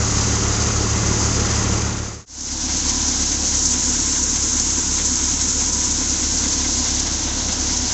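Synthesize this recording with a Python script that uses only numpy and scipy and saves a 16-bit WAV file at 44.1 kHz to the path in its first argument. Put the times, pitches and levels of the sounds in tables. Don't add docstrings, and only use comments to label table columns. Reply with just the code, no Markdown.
import sys
import numpy as np
from scipy import signal
from scipy.fft import rfft, irfft, next_fast_len
from scipy.io import wavfile
from scipy.ndimage import map_coordinates

SR = 44100
rng = np.random.default_rng(int(sys.argv[2]) if len(sys.argv) > 2 else 0)


def invert_db(level):
    return 10 ** (np.asarray(level, dtype=float) / 20)


def unload_audio(sound):
    columns = np.transpose(np.atleast_2d(sound))
    steps = np.round(np.clip(columns, -1, 1) * 32767)
    wavfile.write(sys.argv[1], SR, steps.astype(np.int16))


N = 349713

CHANGE_S, FADE_S = 2.258, 0.5
ENGINE_GEAR, SIEVE_GEAR = 1.2231, 0.5405
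HANDFUL_T60_S, HANDFUL_RISE_S = 0.052, 0.0024
SURGE_S, OUTLET_DB = 0.14, -50
HUM_TURNS_AWAY = -0.08

# t/s, speed/(turns per s)
SPEED_NEAR = [(0.0, 9.8143), (1.13, 9.8254), (2.26, 9.8345)]
SPEED_CHUTE = [(2.26, 8.8577), (3.07, 8.8539), (3.88, 8.8767), (4.69, 8.8989), (5.5, 8.9341), (6.31, 8.869),
               (7.12, 8.8144), (7.93, 8.83)]
# multiple of the engine cycle, level/dB
ENGINE_NEAR = [(3, -41), (6, -27), (7, -51), (9, -25), (10, -42), (12, -43), (13, -45), (15, -38),
               (18, -39), (19, -49), (24, -46), (25, -49), (33, -47), (35, -52), (36, -49), (39, -48),
               (40, -50), (48, -53), (50, -54), (58, -49), (59, -55), (62, -52), (66, -52), (69, -54),
               (80, -52), (81, -54), (86, -55), (92, -53), (95, -54), (96, -47)]
ENGINE_CHUTE = [(3, -47), (6, -42), (9, -40), (10, -54), (11, -55), (12, -53), (15, -50), (18, -57),
                (21, -52), (27, -56), (30, -57)]
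# multiple of the shaft turn, level/dB
BLOWER_NEAR = [(4, -33), (5, -51), (8, -32), (9, -55), (12, -46), (16, -42), (20, -34), (24, -42),
               (28, -41), (32, -46)]
BLOWER_CHUTE = [(4, -34), (5, -49), (6, -54), (8, -32), (9, -49), (10, -57), (12, -46), (13, -56),
                (16, -52), (20, -45), (21, -50), (25, -52), (28, -40), (29, -43), (30, -46), (31, -55),
                (32, -41), (33, -48), (36, -49), (40, -50)]
# f/Hz, width/Hz, level/dB, crank angle/turns, cylinder 1 and cylinder 2
# level/dB (cylinder 3 is the reference)
KNOCK = [
    (928, 320, -41.5, 0.036, -8, 10.5),
    (1337, 400, -40.5, 0.057, 1.5, 0.5),
    (2590, 1800, -42, .16, -5, -1.5),
]
# f/Hz, level/dB
CHAFF_NEAR = [(2470, -35), (4200, -12), (4930, -5), (5320, -6), (6190, 0.5), (6590, 0.5), (7380, -4.5),
              (7810, -12.5), (8570, -41), (11100, -60), (18900, -120)]
CHAFF_CHUTE = [(2470, -39.5), (4200, -13), (4890, -7.5), (6140, 1), (6610, 1.5), (7630, -5), (7960, -18),
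               (8570, -35), (11100, -66.5), (18900, -120)]
# f/Hz, level/dB
STRAW_NEAR = [(970, -31.5), (1650, -1), (2010, 2), (2190, -2), (3870, -4.5), (4200, -5), (5460, -33.5),
              (9240, -120)]
STRAW_CHUTE = [(970, -31), (1650, -8.5), (1820, -6), (2090, -5), (2400, -6.5), (4200, -1), (5460, -23.5),
               (9240, -120)]
# f/Hz, level/dB
HOOD_NEAR = [(510, -28), (860, 0), (911, -2), (1150, 0.5), (1330, -1), (1410, -2.5), (1650, -7),
             (2140, -34), (3630, -120)]
HOOD_CHUTE = [(510, -40), (860, -6.5), (988, -2), (1090, -6), (1220, -8), (1290, -5.5), (1520, -7),
              (1650, -7), (2140, -34), (3630, -120)]
# f/Hz, level/dB
CASING_NEAR = [(310, -28), (520, 0.5), (678, -0.5), (745, -3.5), (860, -2), (1120, -30.5), (1890, -120)]
CASING_CHUTE = [(310, -28.5), (520, -9), (555, -4), (662, -4), (752, 0), (860, -6), (1120, -33),
                (1890, -120)]
# f/Hz, level/dB
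RUMBLE_NEAR = [(15, -43), (30, -15), (90, -9), (135, -5.5), (185, -2), (230, -4.5), (330, -3), (420, -7.5),
               (490, -5), (560, -25), (700, -64)]
RUMBLE_CHUTE = [(15, -41.5), (30, -20), (60, -14.5), (130, -9), (200, -3.5), (250, -3.5), (320, -7),
                (370, -10), (520, -10), (560, -18), (700, -61.5)]
LEVELS_NEAR = [-34, -32.5, -36.5, -27.5]
LEVELS_CHUTE = [-35, -38, -44, -31]
TURNS_AWAY = [-0.093, 0.0031, -0.55, 0.036]
# f/Hz, width/Hz, level/dB
PANELS_NEAR = [(168, 14, -45.5), (186.3, 5.4, -42.5), (313, 8.9, -46), (381.6, 9.2, -42.5),
               (400.6, 4.1, -45.5), (1403, 16, -45), (1446, 11, -50), (1594, 12, -55.5), (2055, 15, -51.5)]
PANELS_CHUTE = [(229.6, 11, -47.5), (250, 11, -41.5), (314, 8.2, -45.5), (332, 7, -48), (441, 9.3, -54),
                (510, 10, -54), (736, 7.9, -55), (906, 7.6, -54.5), (970, 6.6, -53.5), (1030, 11, -53.5),
                (1460, 9.1, -53.5), (1558, 10, -56.5)]
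# t/s, chaff flow level/dB, facing/dB (+ toward the chaff stream, - toward the machine)
PAN_NEAR = [(0.0, -23.5, -0.45), (0.12, -22, 0.047), (0.8, -23.5, 0.042), (1.3, -23, 0), (1.8, -25.5, 0.3),
            (2.2, -24, -0.5)]
PAN_CHUTE = [(2.3, -20, -3.5), (2.7, -22.5, -4.5), (3.05, -20.5, -4), (3.4, -21, -2), (3.65, -19.5, 1.2),
             (4.35, -20.5, 6), (5.8, -20.5, 4), (6.4, -20.5, -1.5), (6.95, -21.5, -6), (7.12, -23.5, -5),
             (7.42, -24, -6), (7.75, -22, -6.5)]
# t/s, peak level/dB
HANDFULS = [(0.0458, -13.5), (2.4049, -14), (2.7656, -9), (2.8903, -6), (3.0809, -6), (3.3154, -6.5),
            (3.6536, -2.5), (3.7354, -9.5), (4.122, -7.5), (4.3011, -7), (4.3555, -10), (4.4238, -7.5),
            (4.4697, -9), (4.5965, -4.5), (4.7002, -8.5), (4.9127, -12), (4.9551, -11), (5.1861, -12.5),
            (5.4101, -6.5), (5.5059, -8.5), (5.7284, -8), (5.908, -6), (6.3804, -11), (6.4782, -4.5),
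            (6.5275, -10), (6.9461, -9.5), (6.994, -6), (7.1337, -9.5), (7.5218, -6), (7.7114, -10.5)]
# f/Hz, width/Hz, level/dB
SIEVE = [(720, 230, -9.5), (1150, 93, -7.5), (1550, 140, -4.5), (2110, 150, -2), (3600, 910, -7)]
# t/s, level/dB over the resting outlet
SURGES = [(3.0, 8), (3.5, 3), (3.82, 5), (4.4, 4.5), (4.8, 3), (5.25, 6), (5.75, 9.5), (6.75, 9),
          (7.45, 4.5), (7.85, 10)]
# f/Hz, width/Hz, level/dB
OUTLET = [(979, 70, 0)]


def unit(x):
    return x / np.sqrt(np.mean(x ** 2) + 1e-20)


def curves(rows):
    s, *columns = np.transpose(rows)
    return [np.interp(np.arange(N) / SR, s, column) for column in columns]


def wobble(rate):
    coarse = np.arange(0, N + 64, 64)
    knots = rng.standard_normal(int(N * rate / SR) + 4)
    smooth = map_coordinates(knots, [coarse * rate / SR])
    return np.interp(np.arange(N), coarse, smooth)


def filtered(x, response):
    m = next_fast_len(N + SR // 2)
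    return irfft(rfft(x, m) * response(np.fft.rfftfreq(m, 1 / SR)), m)[:N]


def colour(x, spectrum):
    hz, db = np.transpose(spectrum)
    return unit(filtered(x, lambda f: invert_db(np.interp(np.log(f + 1), np.log(hz + 1), db))))


def resonate(x, modes):
    def ring(f):
        total = 0
        for k, (hz, width_hz, db) in enumerate(modes):
            damping = 1j * f * width_hz
            total = total + (-1) ** k * invert_db(db) * damping / (hz * hz - f * f + damping)
        return total
    return unit(filtered(x, ring))


def grit(spread_db):
    return rng.standard_normal(N) * invert_db(spread_db * rng.standard_normal(N))


def shaft(speed, start_s):
    turns = np.cumsum(curves(speed)[0]) / SR
    return turns - turns[round(start_s * SR)]


def blows(turns, angle, fall):
    since = (turns - angle) % 1
    return since / fall * np.exp(1 - since / fall)


def tones(turns, orders, count, start, lead, lag, uneven, flutter_db):
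    out = np.zeros(N)
    for multiple, db in orders:
        k = round(multiple)
        phase = k * (turns + lead) + start + lag / k + uneven * (k % count)
        unsteady = flutter_db * k / 10 * wobble(4)
        out += invert_db(db + unsteady) * np.sqrt(2) * np.cos(2 * np.pi * phase)
    return out


def knock(cycle):
    out = np.zeros(N)
    for hz, width_hz, db, angle, first_db, second_db in KNOCK:
        same = rng.standard_normal(3600)[(cycle % 1 * 3600).astype(int)]
        cylinder = ((cycle - angle) % 1 * 3).astype(int)
        size = invert_db([first_db, second_db, 0])[cylinder]
        rattle = same + 0.67 * rng.standard_normal(N)
        burst = size * blows(3 * cycle, 3 * angle, fall=0.16) * rattle
        band = [(hz, width_hz, 0)]
        out += invert_db(db) * resonate(resonate(burst, band), band)
    return out


def thresher(turns, pan, levels, colours, clumps, below_db, throb_db, limp_db):
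    straw, hood, casing, rumble = colours
    facing_db = curves(pan)[1]
    straw_db, hood_db, casing_db, rumble_db = (db + per * facing_db for db, per in zip(levels, TURNS_AWAY))
    blade = throb_db * np.cos(2 * np.pi * (4 * turns - 0.4))
    limp = limp_db * np.cos(2 * np.pi * (turns - 0.47))

    rustle_db = straw_db + 0.02 + 0.5 * clumps + 0.52 * wobble(12)
    rustle = invert_db(rustle_db) * colour(grit(spread_db=3), straw)
    roar_db = hood_db - 1.45 + blade + 0.68 * clumps + 0.76 * wobble(12)
    roar = invert_db(roar_db) * colour(rng.standard_normal(N), hood)
    drone_db = casing_db - 0.35 + blade + 0.53 * wobble(11)
    drone = invert_db(drone_db) * colour(rng.standard_normal(N), casing)
    low = invert_db(rumble_db - below_db + blade + limp) * colour(rng.standard_normal(N), rumble)
    return rustle + roar + drone + low


def panels(modes):
    def ring(f):
        total = 0
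        for hz, width_hz, db in modes:
            peak = 1 / (1 + (2 * (f - hz) / width_hz) ** 2)
            peak = peak / np.sqrt(np.pi * width_hz / 2 / SR)
            total = total + invert_db(db) * peak
        return total
    return filtered(rng.standard_normal(N), ring)


def chaff(pan, spectrum, clumps):
    flow_db, facing_db = curves(pan)
    grains = colour(grit(spread_db=3), spectrum)
    lower = filtered(grains, lambda f: 1 / (1 + (f / 5600) ** 6))
    upper = grains - lower
    tilted = invert_db(-0.7 * facing_db) * lower + invert_db(0.41 * facing_db) * upper
    return invert_db(flow_db - 0.56 + 0.5 * clumps + 0.9 * wobble(60)) * tilted


def near_engine():
    turns, clumps = shaft(SPEED_NEAR, 0), wobble(30.1)
    cycle = ENGINE_GEAR * turns
    exhaust = tones(cycle, ENGINE_NEAR, count=3, start=-0.613 + 1, lead=-0.045, lag=1.7,
                    uneven=-0.1, flutter_db=0.3)
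    blower = tones(turns, BLOWER_NEAR, count=4, start=-0.378, lead=0.059, lag=1.57,
                   uneven=-0.38, flutter_db=0.4)
    colours = STRAW_NEAR, HOOD_NEAR, CASING_NEAR, RUMBLE_NEAR
    body = thresher(turns, PAN_NEAR, LEVELS_NEAR, colours, clumps, below_db=2.0, throb_db=-0.4, limp_db=-0.6)
    hiss = chaff(PAN_NEAR, CHAFF_NEAR, clumps)
    return exhaust + knock(cycle) + blower + body + panels(PANELS_NEAR) + hiss


def handfuls():
    size, t = np.zeros(N + SR), np.arange(SR // 5) / SR
    spurt = invert_db(-60 * t / HANDFUL_T60_S) * (1 - np.exp(-t / HANDFUL_RISE_S))
    for s, db in HANDFULS:
        size[round(s * SR):][:len(t)] += invert_db(db) * spurt
    return invert_db(-6.0) * size[:N] * colour(rng.standard_normal(N), CHAFF_CHUTE)


def sieves(turns):
    stroke = SIEVE_GEAR * turns
    throw = blows(stroke, angle=0.03, fall=0.07) + 0.44 * blows(stroke, angle=0.65, fall=0.034)
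    return invert_db(-43.0 + 1.2 * wobble(2.7)) * resonate(throw * grit(spread_db=1.5), SIEVE)


def outlet(turns):
    t = np.arange(N) / SR
    swell_db = sum(db * np.exp(-((t - s) / SURGE_S) ** 2) for s, db in SURGES)
    push = 1 + 0.89 * np.cos(2 * np.pi * (4 * turns - 0.2))
    air = push * rng.standard_normal(N)
    return invert_db(OUTLET_DB + swell_db) * resonate(resonate(air, OUTLET), OUTLET)


def grain_chute():
    turns, clumps = shaft(SPEED_CHUTE, CHANGE_S), wobble(30)
    cycle = ENGINE_GEAR * turns
    exhaust = tones(cycle, ENGINE_CHUTE, count=3, start=-0.137, lead=-0.07, lag=5.2,
                    uneven=-0.1, flutter_db=0.6)
    blower = tones(turns, BLOWER_CHUTE, count=4, start=-0.387, lead=0.113, lag=1.62,
                   uneven=-0.48, flutter_db=0.5)
    hum = (exhaust + blower) * invert_db(HUM_TURNS_AWAY * curves(PAN_CHUTE)[1])
    colours = STRAW_CHUTE, HOOD_CHUTE, CASING_CHUTE, RUMBLE_CHUTE
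    body = thresher(turns, PAN_CHUTE, LEVELS_CHUTE, colours, clumps, below_db=5, throb_db=0.4, limp_db=1.4)
    hiss = chaff(PAN_CHUTE, CHAFF_CHUTE, clumps)
    return hum + body + panels(PANELS_CHUTE) + sieves(turns) + hiss + outlet(turns)


def scene():
    t = np.arange(N) / SR
    fade = np.clip(np.abs(t - CHANGE_S) / FADE_S + 0.003, 0, 1)
    place = np.where(t < CHANGE_S, near_engine(), grain_chute())
    return (fade * place + handfuls())[None]


def roll_off(x):
    return signal.sosfilt(signal.butter(12, 8530, fs=SR, output="sos"), x)


def record(dry):
    mix = filtered(dry[0], lambda f: 1 / (1 + (f / 8480) ** 120))[None]
    return roll_off(mix)


dry = scene()
out = record(dry)
unload_audio(out)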